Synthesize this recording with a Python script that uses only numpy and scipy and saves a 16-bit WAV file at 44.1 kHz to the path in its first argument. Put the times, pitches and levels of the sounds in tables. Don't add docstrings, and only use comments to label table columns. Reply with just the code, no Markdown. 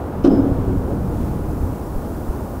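import sys
import numpy as np
from scipy import signal
from scipy.fft import rfft, irfft, next_fast_len
from scipy.io import wavfile
from scipy.ndimage import uniform_filter1d, minimum_filter1d, map_coordinates

SR = 44100
rng = np.random.default_rng(int(sys.argv[2]) if len(sys.argv) > 2 else 0)


def unload_wav(signal):
    wavfile.write(
        sys.argv[1],
        SR,
        np.round(np.clip(np.atleast_2d(signal).T, -1, 1) * 32767).astype(np.int16),
    )


N = 114660
CLANK_S = .241


def amp(db):
    return 10 ** (np.asarray(db) / 20)


def unit(x):
    return x / np.sqrt(np.mean(x ** 2) + 1e-20)


def clock():
    return np.arange(N) / SR


def along(points, hz):
    freqs, values = np.transpose(points)
    return np.interp(np.log(hz + 1), np.log(freqs + 1), values)


def curve(rows):
    return np.interp(clock(), *np.transpose(rows))


def wobble(rate):
    return map_coordinates(rng.standard_normal(400), [clock() * rate], mode="wrap")


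def filtered(x, response):
    size = next_fast_len(N + SR // 2)
    hz = np.fft.rfftfreq(size, 1 / SR)
    return irfft(rfft(x, size) * response(hz), size)[:N]


def noise(colour):
    return unit(filtered(rng.standard_normal(N), lambda hz: amp(along(colour, hz))))


def tone(hz, wander_hz, rate):
    pitch = hz + wander_hz * wobble(rate)
    return unit(np.sin(2 * np.pi * np.cumsum(pitch) / SR))


def struck(start_s, rise_s, fade_s):
    age = np.maximum(clock() - start_s, 0)
    return (1 - np.exp(-age / rise_s)) * np.exp(-np.log(1000) * age / fade_s)


def hump(peak_s, half_s):
    return np.exp(-((clock() - peak_s) / half_s) ** 2)


def traffic():
    # frequency in Hz, relative level in dB.
    roar_colour = [(20, -45.5), (45, 0), (85, 2), (130, -6), (200, -6), (290, -4), (400, -8.5),
                   (600, -12.5), (1000, -18), (1450, -27), (2000, -37), (3000, -43.5), (5000, -51),
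                   (15000, -57)]
    swell_colour = [(100, -30), (250, 6), (520, 4.5), (700, -7), (1200, -27), (2500, -46)]
    # pitch of a tyre whine in Hz, level in dB.
    tyre_notes = [(840, -53), (1244, -58), (1441, -58.5)]
    roar = noise(roar_colour) * amp(-25 - .5 * clock() + .45 * wobble(7.82))
    swell = noise(swell_colour) * amp(-26.5) * hump(peak_s=.913, half_s=.053)
    tyres = sum(amp(db + 2 * wobble(7.36)) * tone(hz, wander_hz=6.4, rate=33) for hz, db in tyre_notes)
    return roar + swell + tyres


def wind():
    # frequency in Hz, relative level in dB.
    colour = [(10, -6.5), (25, 0.5), (60, -1.5), (110, -2.5), (190, -3.5), (300, -10.5), (600, -36.5),
              (2000, -60)]
    # time in seconds, level in dB.
    gusts = [(0, -54), (.08, -64), (.2, -27.5), (.33, -23), (.68, -21), (1.04, -24), (1.2, -22),
             (1.34, -25), (1.41, -28.5), (1.56, -22.5), (1.7, -26.5), (1.79, -34), (2.2, -30.5), (2.6, -50)]
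    # middle of a swirl in seconds, half its length in seconds, level in dB.
    swirls = [(.522, 0.0021, -10), (0.685, 0.0023, -20.5), (.78, 0.0024, -14), (1.642, 0.0028, -18.5),
              (1.696, 0.002, -21.5), (1.969, 0.0089, -17), (2.297, 0.0052, -15.5)]
    buffet = noise(colour) * amp(curve(gusts) + .84 * wobble(21.94))
    for middle_s, half_s, db in swirls:
        offset = (clock() - middle_s) / half_s
        buffet -= amp(db) * offset * np.exp((1 - offset ** 2) / 2)
    return buffet


def hiss():
    # frequency in Hz, relative level in dB.
    colour = [(500, -5), (2500, -13.5), (5000, -2.5), (8000, -2), (11500, 0), (15500, 2)]
    # time in seconds, level in dB.
    levels = [(0, -55), (.22, -54.5), (.3, -55.5), (.5, -53.5), (1.1, -51), (1.7, -48), (2.15, -47.5),
              (2.6, -48)]
    return noise(colour) * amp(curve(levels))


def crack():
    # start in seconds, level in dB, fade time in seconds.
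    contacts = [(0.2385, -35.5, 0.074), (0.2467, -26, 0.027), (0.2526, -38.5, 0.053), (0.263, -45, .04),
                (0.273, -31, 0.038), (.2965, -44, .03)]
    # frequency in Hz, relative level in dB.
    burst_colour = [(400, 8), (900, 12.5), (1500, 11), (2000, -7), (2700, 10), (3500, 1.5), (4000, 5.5),
                    (4600, -3), (5150, 5), (6000, 2), (7000, -13), (9300, -15), (11000, -28), (15000, -41)]
    rattle_colour = [(1200, -11), (2200, -20), (3100, 0), (4200, -13), (5200, -4), (6500, -24),
                     (12000, -29)]
    knock_colour = [(200, -22), (500, -5), (950, 1.5), (1300, -3.5), (1650, -9), (2100, -22.5), (4000, -29),
                    (6000, -42), (8000, -31), (9400, -32), (11500, -47)]
    hits = sum(amp(db) * struck(start_s, .001, fade_s) for start_s, db, fade_s in contacts)
    bursts = noise(burst_colour) * hits
    rattle = noise(rattle_colour) * amp(-47.5 + 1.8 * wobble(90))
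    rattle *= struck(CLANK_S, rise_s=.001, fade_s=.7)
    knock = noise(knock_colour) * amp(-22) * struck(CLANK_S, rise_s=.008, fade_s=.15)
    return bursts + rattle + knock


def boom():
    # start in seconds, relative level in dB, rise time in seconds, pitch in Hz.
    blows = [(0.2433, 0.5, 0.0057, 318), (0.2586, -1.5, 0.0049, 318.6), (0.2738, 1.5, 0.0098, 278),
             (.304, -8.5, 0.0079, 300.4), (0.3326, -1.5, 0.0038, 267), (0.381, -8.5, 0.0062, 281),
             (0.387, -6, 0.0094, 283.6), (0.428, -16, 0.0073, 286), (0.467, -15, 0.0039, 279)]
    # a note as a multiple of the blow's pitch, relative level in dB.
    steel_notes = [(.7, -16), (1, -0.5), (1.24, -17.5), (1.7, -15.5), (2.2, -24)]
    sound = np.zeros(N)
    for start_s, db, rise_s, hz in blows:
        age = np.maximum(clock() - start_s, 0)
        swell = (age / rise_s * np.exp(1 - age / rise_s)) ** 2
        ring = sum(amp(note_db) * np.sin(2 * np.pi * (hz * multiple * age + rng.random()))
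                   for multiple, note_db in steel_notes)
        sound += amp(db) * swell * ring
    return amp(-2) * sound


def rolling_echo():
    # frequency in Hz, relative level in dB.
    colour = [(90, -27), (170, -6.5), (235, -7.5), (278, 1), (310, -9), (360, 2.5), (430, -10.5),
              (650, -14), (1000, -29.5), (1500, -31.5), (2000, -50), (3200, -51), (6000, -63), (10000, -76)]
    # frequency in Hz, fade time in seconds.
    fade_times = [(150, 2.2), (280, 1.77), (600, 1.6), (1500, 1.6), (3000, 2), (6000, 0.66)]
    # pitch in Hz, level in dB, fade time in seconds.
    lingering_notes = [(276.8, -18, 1.68), (366, -41, 2), (479.7, -35, 6.6)]
    rise_s = .026
    band_hz, times, bands = signal.stft(noise(colour), SR, nperseg=1024)
    age = np.maximum(times - CLANK_S, 0)
    fade = np.exp(-np.log(1000) * age / along(fade_times, band_hz)[:, None])
    echo = signal.istft(bands * fade, SR, nperseg=1024)[1][:N]
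    echo *= struck(CLANK_S, rise_s, fade_s=np.inf)
    ring = sum(amp(db) * tone(hz, wander_hz=4.14, rate=18) * struck(CLANK_S, rise_s, fade_s)
               for hz, db, fade_s in lingering_notes)
    return amp(-14) * echo + ring


def squeak():
    # loudest moment in seconds, half the length in seconds, level in dB.
    pushes = [(0.314, 0.01, -53), (0.334, 0.01, -51), (0.375, 0.024, -58.5), (.44, 0.092, -70)]
    loudness = sum(amp(db) * hump(peak_s, half_s) for peak_s, half_s, db in pushes)
    roughness = amp(2.5 * wobble(140))
    return loudness * roughness * tone(hz=5115, wander_hz=45, rate=220)


def deep_rumble():
    # frequency in Hz, relative level in dB.
    colour = [(20, -29), (45, 13.5), (65, 12.5), (90, 7.5), (130, -11), (300, -43)]
    return noise(colour) * amp(-24) * hump(peak_s=1.219, half_s=.15)


def scene():
    clank = boom() + crack() + rolling_echo()
    return (clank + squeak() + traffic() + deep_rumble() + wind() + hiss())[None]


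def record(dry):
    ceiling, hold_s, top_hz = .82, .012, 15720
    window = int(hold_s * SR)
    needed_gain = ceiling / np.maximum(np.abs(dry[0]), ceiling)
    smooth_gain = uniform_filter1d(minimum_filter1d(needed_gain, window), window)
    return filtered(dry[0] * smooth_gain, lambda hz: hz < top_hz)[None]


dry = scene()
out = record(dry)
unload_wav(out)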